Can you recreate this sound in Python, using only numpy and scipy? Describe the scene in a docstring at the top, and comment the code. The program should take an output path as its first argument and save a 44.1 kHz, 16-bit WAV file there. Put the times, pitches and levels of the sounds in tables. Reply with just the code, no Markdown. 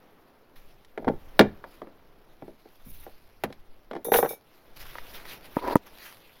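"""At a quiet forest campsite a pickup's rear door is opened: the handle clicks, the latch lets go with a clunk.
A saw blade slides through the fingers, clinks and rattles down into the plastic door pocket.
Then a sleeve rustles close by and a hand knocks and rubs on the camera.
Door, pocket and housing are struck resonators, the blade is a sum of modes set off by contact or friction,
and rustle, breeze and rumble are shaped noise."""
import sys
import numpy as np
from scipy import signal
from scipy.fft import rfft, irfft, next_fast_len
from scipy.io import wavfile
from scipy.ndimage import uniform_filter1d, map_coordinates

SR = 44100
rng = np.random.default_rng(int(sys.argv[2]) if len(sys.argv) > 2 else 0)


def wav_out(sig):
    """Save sig, one row per channel (or a flat mono array), as 16-bit PCM at SR to the path in sys.argv[1]."""
    wavfile.write(sys.argv[1], SR, np.round(np.clip(np.atleast_2d(sig).T, -1, 1) * 32767).astype(np.int16))


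N = 282240

# Wind in the trees. Each row: time in seconds, level in dB.
BREEZE_LEVEL = [(0, -59), (.9, -63), (1.4, -55.5), (2.7, -65), (4.5, -63.5), (5.3, -53.5), (6.4, -64)]
# Colour of that wind. Each row: frequency in Hz, relative density in dB per Hz.
TREE_SPECTRUM = [(30, -24.5), (70, -9), (180, -3), (380, 1), (750, -2.5), (1400, -7.5), (2800, -16),
                 (5000, -22.5), (7500, -36), (10000, -34), (14000, -27)]
# Swells of low rumble: the first sets in abruptly, the later ones come from sways of the carried camera.
# Each row: time of the peak in seconds, level in dB, rise in seconds, fall in seconds.
RUMBLE_SWELLS = [(.56, -51.5, 0.0087, 0.45), (1.1, -41, 0.1, 0.37), (1.41, -42.5, 0.056, 0.3),
                 (2.1, -58.5, 1.4, 1.3), (2.92, -47, 0.21, 0.53), (3.6, -56.5, 1.1, 1.0),
                 (4.8, -47.5, 0.15, 1.67), (5.68, -44, 0.11, 0.16)]
# Colour of the rumble. 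Each row: frequency in Hz, relative density in dB per Hz.
RUMBLE_SPECTRUM = [(15, 6), (35, -12.5), (70, -13.5), (150, -19.5), (400, -54)]
RUMBLE_REST_DB = -69

# Swells of soft rustle: the first sets in abruptly, the later ones are arm movements that brush the sleeve.
# Each row: time of the peak in seconds, level in dB, rise in seconds, fall in seconds.
RUSTLE_SWELLS = [(.56, -56, 0.005, 0.34), (1.35, -61, 0.62, 0.25), (1.74, -58, 0.21, 0.14),
                 (2.98, -59, 0.99, 1), (4.54, -62, 0.24, 0.537), (4.767, -45, .009, 0.053),
                 (4.812, -42, 0.045, .06), (4.87, -48.5, 0.16, 0.88), (5.15, -43, 0.12, 0.15),
                 (5.295, -44.5, 0.07, 0.043), (5.335, -40.5, 0.12, 0.043), (5.455, -45.5, 0.048, 0.047),
                 (5.57, -46, 0.095, 0.16), (5.73, -39, 0.068, 0.015), (5.87, -46.5, 0.02, 0.026),
                 (6.06, -43.5, 0.22, 0.17), (6.25, -58, 0.26, 1)]
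# Colour of the rustle. Each row: frequency in Hz, relative density in dB per Hz.
CLOTH_SPECTRUM = [(150, -23.5), (400, -7.5), (900, -3.5), (2200, -0.5), (3600, -2), (5500, -6),
                  (7500, -17.5), (10500, -11), (14000, -8), (16000, -15.5)]
RUSTLE_REST_DB = -70  # the cloth never lies quite still
SWELL_DB = 20  # change of level within one rise or fall time

# Blows on the door: the handle clicks and thuds (1.0 s), the latch lets go (1.4 s), then hand and blade
# tap the open door. Each row: start in seconds, level in dB, lowest and highest driven frequency in Hz.
DOOR_BLOWS = [(.848, -52.5, 3140, 5200), (0.9761, -29, 580, 1600), (.992, -38, 230, 330),
              (1.025, -40.5, 249, 600), (1.046, -34.5, 600, 2200), (1.070, -24, 54.5, 650),
              (1.079, -17.5, 232, 1100), (1.085, -27.5, 1200, 1900), (1.098, -23, 80, 610),
              (1.138, -36.5, 70, 600), (1.393, -6, 1400, 2900), (1.396, -9.5, 213, 500),
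              (1.406, -18, 145, 800), (1.410, -16, 1420, 2000), (1.64, -36, 1160, 1260),
              (1.818, -34, 354, 1650), (1.871, -44, 400, 1400), (2.422, -38.5, 110.2, 1500),
              (2.4806, -39.5, 201, 950), (2.655, -49, 453, 900), (2.862, -46.5, 50.9, 152),
              (3.065, -39, 520, 1100), (3.439, -25, 100, 1300), (3.503, -41, 200, 2470),
              (3.526, -43, 1890, 4100), (3.912, -31.5, 317, 2780), (3.933, -35, 320, 2600),
              (3.952, -32.5, 310, 2630), (3.964, -30, 276, 2470)]
# Panel modes of the door. Each row: frequency in Hz, relative level in dB, undamped t60 in seconds.
DOOR_MODES = [(80, -7.5, 0.4), (148.5, 0.5, 0.2), (210.5, 3.5, .21), (266, 7.5, 0.12), (343, 5, 0.11),
              (493, -1, 0.07), (769.5, -1.5, 0.063), (1404, -1, 0.04), (1630, -6, 0.037),
              (1700, -2.5, 0.044), (2043, -4.5, 0.046), (2400, -16, 0.12), (3320, -6, 0.063)]
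# Dense ring of trim and lock parts. Each row: frequency in Hz, relative density in dB per Hz,
# undamped t60 in seconds.
TRIM_RING = [(60, -2, 0.44), (204, -1.5, 0.22), (375, 8.5, 0.13), (820, 2.5, 0.11), (1100, -3.5, 0.038),
             (1645, -2, 0.026), (2206, -7, 0.08), (2650, -12, 0.023), (3380, -6.5, 0.05),
             (7000, -18.5, 0.094), (11050, -7, 0.043), (15000, -12, 0.027)]
LATCH_OPENS_S, SEAL_DAMPING_DB_PER_S = 1.3, 254  # until then the rubber seals damp the shut door
TICK_GROWS = 2.1  # dB that the tick gains on the ring for each dB of the blow

# The blade slides through the fingers, then its teeth run twice along the pocket.
# Each row: start in seconds, length in seconds, level of its song in dB.
BLADE_SLIDES = [(2.845, .2, -53.5), (4.12, .065, -33.5), (4.237, 0.1, -46)]
SLIDE_ATTACK_S, SLIDE_RELEASE_DB_PER_S = 0.011, 525
# Steel contacts of the blade. Each row: start in seconds, level in dB, most favoured frequency in Hz.
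BLADE_CONTACTS = [(4.046, -33, 11100), (4.118, -28, 12600), (4.132, -24, 12510), (4.142, -24.5, 10180),
                  (4.162, -29.5, 11100), (4.173, -22.5, 14360), (4.290, -33, 14760), (4.327, -44, 14000)]
# Modes of the blade. Each row: frequency in Hz, relative level in dB.
BLADE_MODES = [(2304, -7.5), (3591, -7), (3786, -10), (4230, -24), (5389, -12), (5819, -9), (6207, -10.5),
               (6638, -13.5), (7127, -15.5), (7617, -16.5), (8629, -9), (9308, -12), (9690, -8),
               (10104, -2.5), (10770, -3), (11105, -3.5), (11830, -10.5), (12250, -7), (12742, -3.5),
               (12910, 4), (13394, -1), (14070, -2), (14212, 3.5), (14550, 2), (15348, -1)]
# Typical decay: the high modes die first. Each row: frequency in Hz, t60 in seconds.
BLADE_DECAY = [(2300, 0.31), (9000, 0.26), (15000, .18)]
# Scrape of the teeth. Each row: frequency in Hz, relative density in dB per Hz.
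TEETH_SPECTRUM = [(1000, -40), (2000, -20), (4000, -3.5), (7000, -13), (10500, -5), (15000, -0.5)]
BLADE_REST_S, BLADE_DAMPING_DB_PER_S = 4.345, 353.5  # the blade comes to rest and the pocket damps it

# Blows of the blade on the rim and walls of the pocket. Each row: start in seconds, level in dB,
# lowest and highest driven frequency in Hz.
POCKET_BLOWS = [(3.437, -22.5, 995, 11990), (4.049, -35, 349, 1197), (4.066, -31.5, 350, 468),
                (4.083, -29, 346, 480), (4.1195, -13.5, 334, 1760), (4.138, -18, 1170, 3800),
                (4.142, -19, 1000, 3400), (4.148, -18, 376, 1110), (4.159, -18, 480, 4600),
                (4.186, -17, 388, 1150), (4.2275, -17, 405, 1020), (4.247, -25, 480, 1390),
                (4.259, -27, 660, 2000), (4.307, -33.5, 400, 1000), (4.331, -38.5, 402, 994)]
# Modes of the pocket. Each row: frequency in Hz, relative level in dB, t60 in seconds.
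POCKET_MODES = [(396, -7, 0.048), (478, -3, 0.074), (578, -12, 0.05), (793, -1.5, 0.027),
                (1000, -14, 0.033), (1497, -9.5, 0.02), (1905, -13.5, 0.051), (3770, -27, 0.036)]
# Dense ring of its wall. Each row: frequency in Hz, relative density in dB per Hz, t60 in seconds.
POCKET_WALL_RING = [(120, 1, 0.23), (480, 7, 0.056), (935, -2, 0.081), (2510, -6.5, 0.052),
                    (6880, -22, 0.046), (15000, -15, 0.046)]

# Knocks on the camera housing. Each row: start in seconds, level in dB,
# lowest and highest driven frequency in Hz.
CAMERA_KNOCKS = [(4.954, -35.5, 640, 1890), (4.984, -33.5, 2080, 2390), (5.254, -41, 2150, 2920),
                 (5.5675, -18, 172, 880), (5.587, -33, 293, 885), (5.677, -38.5, 2000, 8920),
                 (5.7555, -9, 147, 1118), (5.7655, -27.5, 100, 1000), (5.766, -42, 5000, 10900)]
# Modes of the housing. Each row: frequency in Hz, relative level in dB, t60 in seconds.
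HOUSING_MODES = [(284, -5.5, 0.029), (471, -8, 0.026), (587, 0.5, 0.015), (956, -1.5, 0.033),
                 (1247, -3, 0.024), (1927, 4, 0.0081)]
# Dense ring of its shell. Each row: frequency in Hz, relative density in dB per Hz, t60 in seconds.
SHELL_RING = [(81.2, 16.5, 0.017), (513, 12, 0.025), (1500, -31, 0.018), (3000, -3, 0.07),
              (6620, -9.5, 0.061), (14070, -1.5, 0.0057)]
# Colour of the finger's drag. Each row: frequency in Hz, relative density in dB per Hz.
RUB_SPECTRUM = [(60, -15), (160, -26.5), (290, -5), (415, -4), (600, -5), (780, -6), (960, 2.5),
                (1120, -11), (1900, -17.5), (2800, -35), (4800, -26), (7500, -52), (11000, -40),
                (15000, -39.5)]
# The skin snags on the housing. Each row: frequency in Hz, relative density in dB per Hz.
SNAG_SPECTRUM = [(600, -11), (4000, -1), (15000, -2.5)]
# the finger's drag builds with pressure, holds and lets go
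RUB_START_S, RUB_LENGTH_S, RUB_DB = 5.595, .14, -28.5
RUB_ATTACK_S, RUB_RELEASE_DB_PER_S = 0.09, 1405
# its hiss climbs as the finger gathers speed
RUB_HISS_HZ, RUB_HISS_OCTAVES_PER_S, RUB_HISS_WIDTH_HZ = 632, 20, 700

# Echo of cab and trees. Each row: frequency in Hz, relative density in dB per Hz, t60 in seconds.
CAB_ECHO = [(100, -2, 0.14), (499, -0.5, 0.22), (1800, -3.5, 0.24), (5000, -11.5, 0.23),
            (15000, -16.5, 0.15)]
# Response with the notch of the microphone port. Each row: frequency in Hz, gain in dB.
PORT_RESPONSE = [(20, 6), (6500, -3.5), (7900, -5), (8300, -18), (8750, -6), (10000, 0)]
TOP_HZ = 15900  # upper end of the band


def amp(db):
    """Logarithmic level: decibels to gain."""
    return 10 ** (np.asarray(db) / 20)


def unit(x):
    """Normalisation: x at rms 1."""
    return x / np.sqrt(np.mean(x ** 2) + 1e-20)


def along(points, hz):
    """Interpolation in pitch: (Hz, value) points read on a log axis."""
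    f, v = np.transpose(points)
    return np.interp(np.log(hz + 1), np.log(f + 1), v)


def level(rows):
    """Amplitude envelope: gain per sample from (s, dB) rows, silent outside them."""
    s, db = np.transpose(rows)
    return amp(np.interp(np.arange(N) / SR, s, db, left=-120, right=-120))


def wobble(rate):
    """Slow random modulation: a smooth curve with rate knots a second."""
    return map_coordinates(rng.standard_normal(int(N * rate / SR) + 4), [np.arange(N) * rate / SR])


def swells(rows, rest_db):
    """Addition of powers: swells change by SWELL_DB in their rise and fall times, over a steady rest."""
    t, power = np.arange(0, N, 32) / SR, amp(rest_db) ** 2
    for s, db, rise_s, fall_s in rows:
        away = np.maximum((s - t) / rise_s, (t - s) / fall_s)
        power = power + amp(db - SWELL_DB * away) ** 2
    return np.interp(np.arange(N) / SR, t, np.sqrt(power))


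def stroke(start_s, length_s, db, attack_s, release_db_per_s):
    """Envelope of one sliding contact: linear attack, hold, exponential release."""
    t = np.arange(N) / SR - start_s
    release_db = release_db_per_s * np.maximum(t - length_s, 0)
    return np.clip(t / attack_s, 0, 1) * amp(db - release_db)


def filtered(x, response):
    """Linear filtering: the spectrum of x times a response of frequency."""
    m = next_fast_len(len(x) + SR // 4)
    return irfft(rfft(x, m) * response(np.fft.rfftfreq(m, 1 / SR)), m)[:len(x)]


def coloured(x, spectrum):
    """Spectral shaping: x shaped by a (Hz, dB) spectrum, at rms 1."""
    return unit(filtered(x, lambda hz: amp(along(spectrum, hz))))


def friction(slips_per_s, smooth_db):
    """Stick-slip friction: tiny slips of random size over a smooth hiss."""
    slips = rng.standard_normal(N) * (rng.random(N) < slips_per_s / SR)
    return unit(slips) + amp(smooth_db) * rng.standard_normal(N)


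def dense_ring(bands, count=1):
    """High modal density: countless close modes act as noise whose bands die at their own speeds."""
    t, hz = np.arange(SR // 2) / SR, np.fft.rfftfreq(SR // 2, 1 / SR)
    noise = rfft(rng.standard_normal((count, len(t))).astype(np.float32))
    centres = [row[0] for row in bands]
    out = np.zeros((count, len(t)), np.float32)
    # each band's share is 1 at its own centre and 0 at the others
    for share, (_, db, t60) in zip(np.eye(len(bands)), bands):
        band = along(list(zip(centres, share)), hz).astype(np.float32)
        decay = amp(db - 60 * t / t60).astype(np.float32)
        out += decay * irfft(noise * band, len(t))
    return [unit(ring.astype(float)) for ring in out]


def add(track, s, sound, db):
    """Superposition: lay a sound in at time s, its loudest 8 milliseconds at db."""
    loudest = np.sqrt(uniform_filter1d(sound ** 2, size=353).max())
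    part = track[round(s * SR):][:len(sound)]
    part += amp(db) / loudest * sound[:len(part)]


def struck(hits, modes, bands, dense_db, crack_db, tick_db, contact_s, vary_db=0, damping=0):
    """Impact excitation: hard contacts reach high, light ones leave the bass still; damping in dB per s."""
    track, t = np.zeros(N), np.arange(SR // 2) / SR
    hz, mode_db, t60 = np.transpose(modes)[:, :, None]
    sign = (-1) ** np.arange(len(modes))[:, None]
    shapes = sign * amp(mode_db - 60 * t / t60) * np.sin(2 * np.pi * hz * t)
    contact = np.exp(-t / contact_s)
    dense_rings = dense_ring(bands, count=len(hits))
    losses = np.broadcast_to(damping, len(hits))
    for (s, db, low_hz, high_hz), dense, loss in zip(hits, dense_rings, losses):
        strengths = amp(vary_db * rng.standard_normal(len(modes)))
        ring = unit(strengths @ shapes) + amp(dense_db) * dense
        # the direct crack of the contact
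        ring = ring + amp(crack_db) * unit(dense * contact)
        # a soft contact takes longer to build up its force
        ring = ring * (1 - np.exp(-t * high_hz / 0.41)) * amp(-loss * t)
        for edge, kind in ((low_hz, "high"), (high_hz, "low")):
            b, a = signal.butter(2, min(edge, SR / 2 - 1), kind, fs=SR)
            ring = signal.lfilter(b, a, ring)
        # a fine bright tick stands out on the strongest blows
        bright = coloured(rng.standard_normal(len(t)), [(6000, -15.0), (11000, -4.0)])
        tick = unit(contact * bright)
        add(track, s, unit(ring) + amp(tick_db + TICK_GROWS * db) * tick, db)
    return track


def outdoors():
    """Broadband noise: a light breeze in the trees and a low rumble that swells and fades."""
    breeze = coloured(rng.standard_normal(N), TREE_SPECTRUM) * level(BREEZE_LEVEL) * amp(0.6 * wobble(1.6))
    rumble = coloured(rng.standard_normal(N), RUMBLE_SPECTRUM) * swells(RUMBLE_SWELLS, RUMBLE_REST_DB)
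    return breeze + rumble


def rustle(patchy_db=2.6, flutter_db=1.26, crackle_db=-9):
    """Friction noise as of cloth on cloth: shifting folds change its colour and creases crackle."""
    z = signal.stft(friction(slips_per_s=2700, smooth_db=5.0), nperseg=512)[2]
    # smoothed over frequency, then over time
    folds = uniform_filter1d(rng.standard_normal(z.shape), size=12, axis=0)
    folds = uniform_filter1d(folds, size=7, axis=1)
    brush = signal.istft(z * amp(patchy_db * unit(folds)), nperseg=512)[1][:N]
    creases = friction(slips_per_s=110, smooth_db=-29.0)
    cloth = unit(brush) * amp(flutter_db * wobble(76)) + amp(crackle_db) * creases
    return coloured(cloth, CLOTH_SPECTRUM) * swells(RUSTLE_SWELLS, RUSTLE_REST_DB)


def door():
    """Shared resonator: handle, latch, hinge stop and light taps all sound through the same panel."""
    seals = [SEAL_DAMPING_DB_PER_S * (s < LATCH_OPENS_S) for s, *_ in DOOR_BLOWS]
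    return struck(DOOR_BLOWS, DOOR_MODES, TRIM_RING, dense_db=2.0, crack_db=-1.0, tick_db=-5.5,
                  contact_s=.0025, damping=seals)


def echo(x):
    """Reverberation by convolution: the short answer of the cab and the trees."""
    tail, = dense_ring(CAB_ECHO)
    return signal.fftconvolve(x, tail / np.linalg.norm(tail))[:N]


def blade(width_hz=35, teeth_db=-4, wall_db=-7):
    """Friction-driven resonance: the sliding blade sings; in the pocket its teeth hiss and buzz the wall."""
    hz, mode_db = np.transpose(BLADE_MODES)[:, :, None]

    def steel(f):
        """Resonance curves: the summed response of all blade modes."""
        loss = 1j * f * width_hz
        return np.sum(amp(mode_db) * loss / (hz ** 2 - f ** 2 + loss), axis=0)

    # the teeth catch and let go
    drag = friction(slips_per_s=1200, smooth_db=-3.0) * amp(3.7 * wobble(70))
    in_hand, *pocket_strokes = [stroke(s, length_s, db, SLIDE_ATTACK_S, SLIDE_RELEASE_DB_PER_S)
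                                for s, length_s, db in BLADE_SLIDES]
    in_pocket = sum(pocket_strokes)
    sliding = in_hand + in_pocket
    song = unit(filtered(drag, steel))
    hiss = amp(teeth_db) * coloured(drag, TEETH_SPECTRUM)
    buzz = amp(wall_db) * coloured(drag, [(f, db) for f, db, _ in POCKET_WALL_RING])
    return clinks(sliding) + song * sliding + (hiss + buzz) * in_pocket


def clinks(sliding, scrape_db=-10, scrape_t60=0.12, vary_db=4.0, focus_db=5, focus_width_hz=1500,
           blur_hz=55, free_blur_hz=3, choke_db=-4, life_scatter=.45):
    """Modal ringing of thin steel: every contact checks the old ring and starts a different one."""
    track, t = np.zeros(N), np.arange(SR // 2) / SR
    hz, mode_db = np.transpose(BLADE_MODES)[:, :, None]
    for s, db, bright_hz in BLADE_CONTACTS:
        start = round(s * SR)
        strength, phase, life = rng.standard_normal((3, len(hz), 1))
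        # where the blade leans, some modes are damped and others ring on
        t60 = along(BLADE_DECAY, hz) * np.exp(life_scatter * life)
        # each point of contact favours the modes around one frequency
        focus = np.exp(-((hz - bright_hz) / focus_width_hz) ** 2)
        start_db = mode_db + vary_db * strength + focus_db * focus
        # chattering against the plastic blurs each mode while the blade slides: its phase, in cycles, drifts
        chatter_hz = free_blur_hz + blur_hz * sliding[start:][:len(t)] / sliding.max()
        drift = rng.standard_normal((len(hz), len(t))) * np.sqrt(chatter_hz / (2 * np.pi * SR))
        phase = phase + np.cumsum(drift, axis=1)
        ring = np.sum(amp(start_db - 60 * t / t60) * np.sin(2 * np.pi * (hz * t + phase)), axis=0)
        # a short scrape of the teeth starts it
        fade = amp(scrape_db) * unit(amp(-60 * t / scrape_t60))
        scrape = fade * coloured(rng.standard_normal(len(t)), TEETH_SPECTRUM)
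        track[start:] *= amp(choke_db)
        add(track, s, unit(ring) + scrape, db)
    resting_s = np.maximum(np.arange(N) / SR - BLADE_REST_S, 0)
    return track * amp(-BLADE_DAMPING_DB_PER_S * resting_s)


def pocket():
    """Impacts on a hollow body: the blade bounces down the plastic pocket."""
    return struck(POCKET_BLOWS, POCKET_MODES, POCKET_WALL_RING, dense_db=-1, crack_db=-14.0, tick_db=-19,
                  contact_s=0.0018, vary_db=2.0)


def grip(judder_db=1.8, snag_db=-31, hiss_db=-18):
    """Impact and stick-slip: a hand bumps the camera, drags a juddering finger ever faster and slips off."""
    pressure = stroke(RUB_START_S, RUB_LENGTH_S, RUB_DB, RUB_ATTACK_S, RUB_RELEASE_DB_PER_S)
    rubbing = friction(slips_per_s=1300, smooth_db=-3) * amp(judder_db * wobble(260))
    drag = coloured(rubbing, RUB_SPECTRUM)
    snags = coloured(friction(slips_per_s=450, smooth_db=-14), SNAG_SPECTRUM)
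    # low-passed noise is shifted up to the climbing centre frequency
    rubbed_s = np.clip(np.arange(N) / SR - RUB_START_S, 0, RUB_LENGTH_S)
    centre_hz = RUB_HISS_HZ * 2 ** (RUB_HISS_OCTAVES_PER_S * rubbed_s)
    band = filtered(rng.standard_normal(N), lambda hz: np.exp(-(hz / RUB_HISS_WIDTH_HZ) ** 2))
    hiss = unit(band * np.sin(2 * np.pi * np.cumsum(centre_hz) / SR))
    knocks = struck(CAMERA_KNOCKS, HOUSING_MODES, SHELL_RING, dense_db=-6.5, crack_db=-7.5, tick_db=-1.0,
                    contact_s=0.0013)
    return (drag + amp(snag_db) * snags + amp(hiss_db) * hiss) * pressure + knocks


def scene(door_echo_db=-23, pocket_echo_db=-28):
    """Superposition: all sources and the echo add up at the one microphone."""
    knocks, rattle = door(), pocket()
    room = echo(amp(door_echo_db) * knocks + amp(pocket_echo_db) * rattle)
    return (outdoors() + rustle() + knocks + room + blade() + rattle + grip())[None]


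def record(dry):
    """Transducer limits: the port cuts a notch, peaks beyond full scale clip, the band ends steeply."""
    ported = filtered(dry[0], lambda hz: amp(along(PORT_RESPONSE, hz)))
    clipped = np.clip(ported, -1, 1)
    return filtered(clipped, lambda hz: hz < TOP_HZ)[None]


dry = scene()
out = record(dry)
wav_out(out)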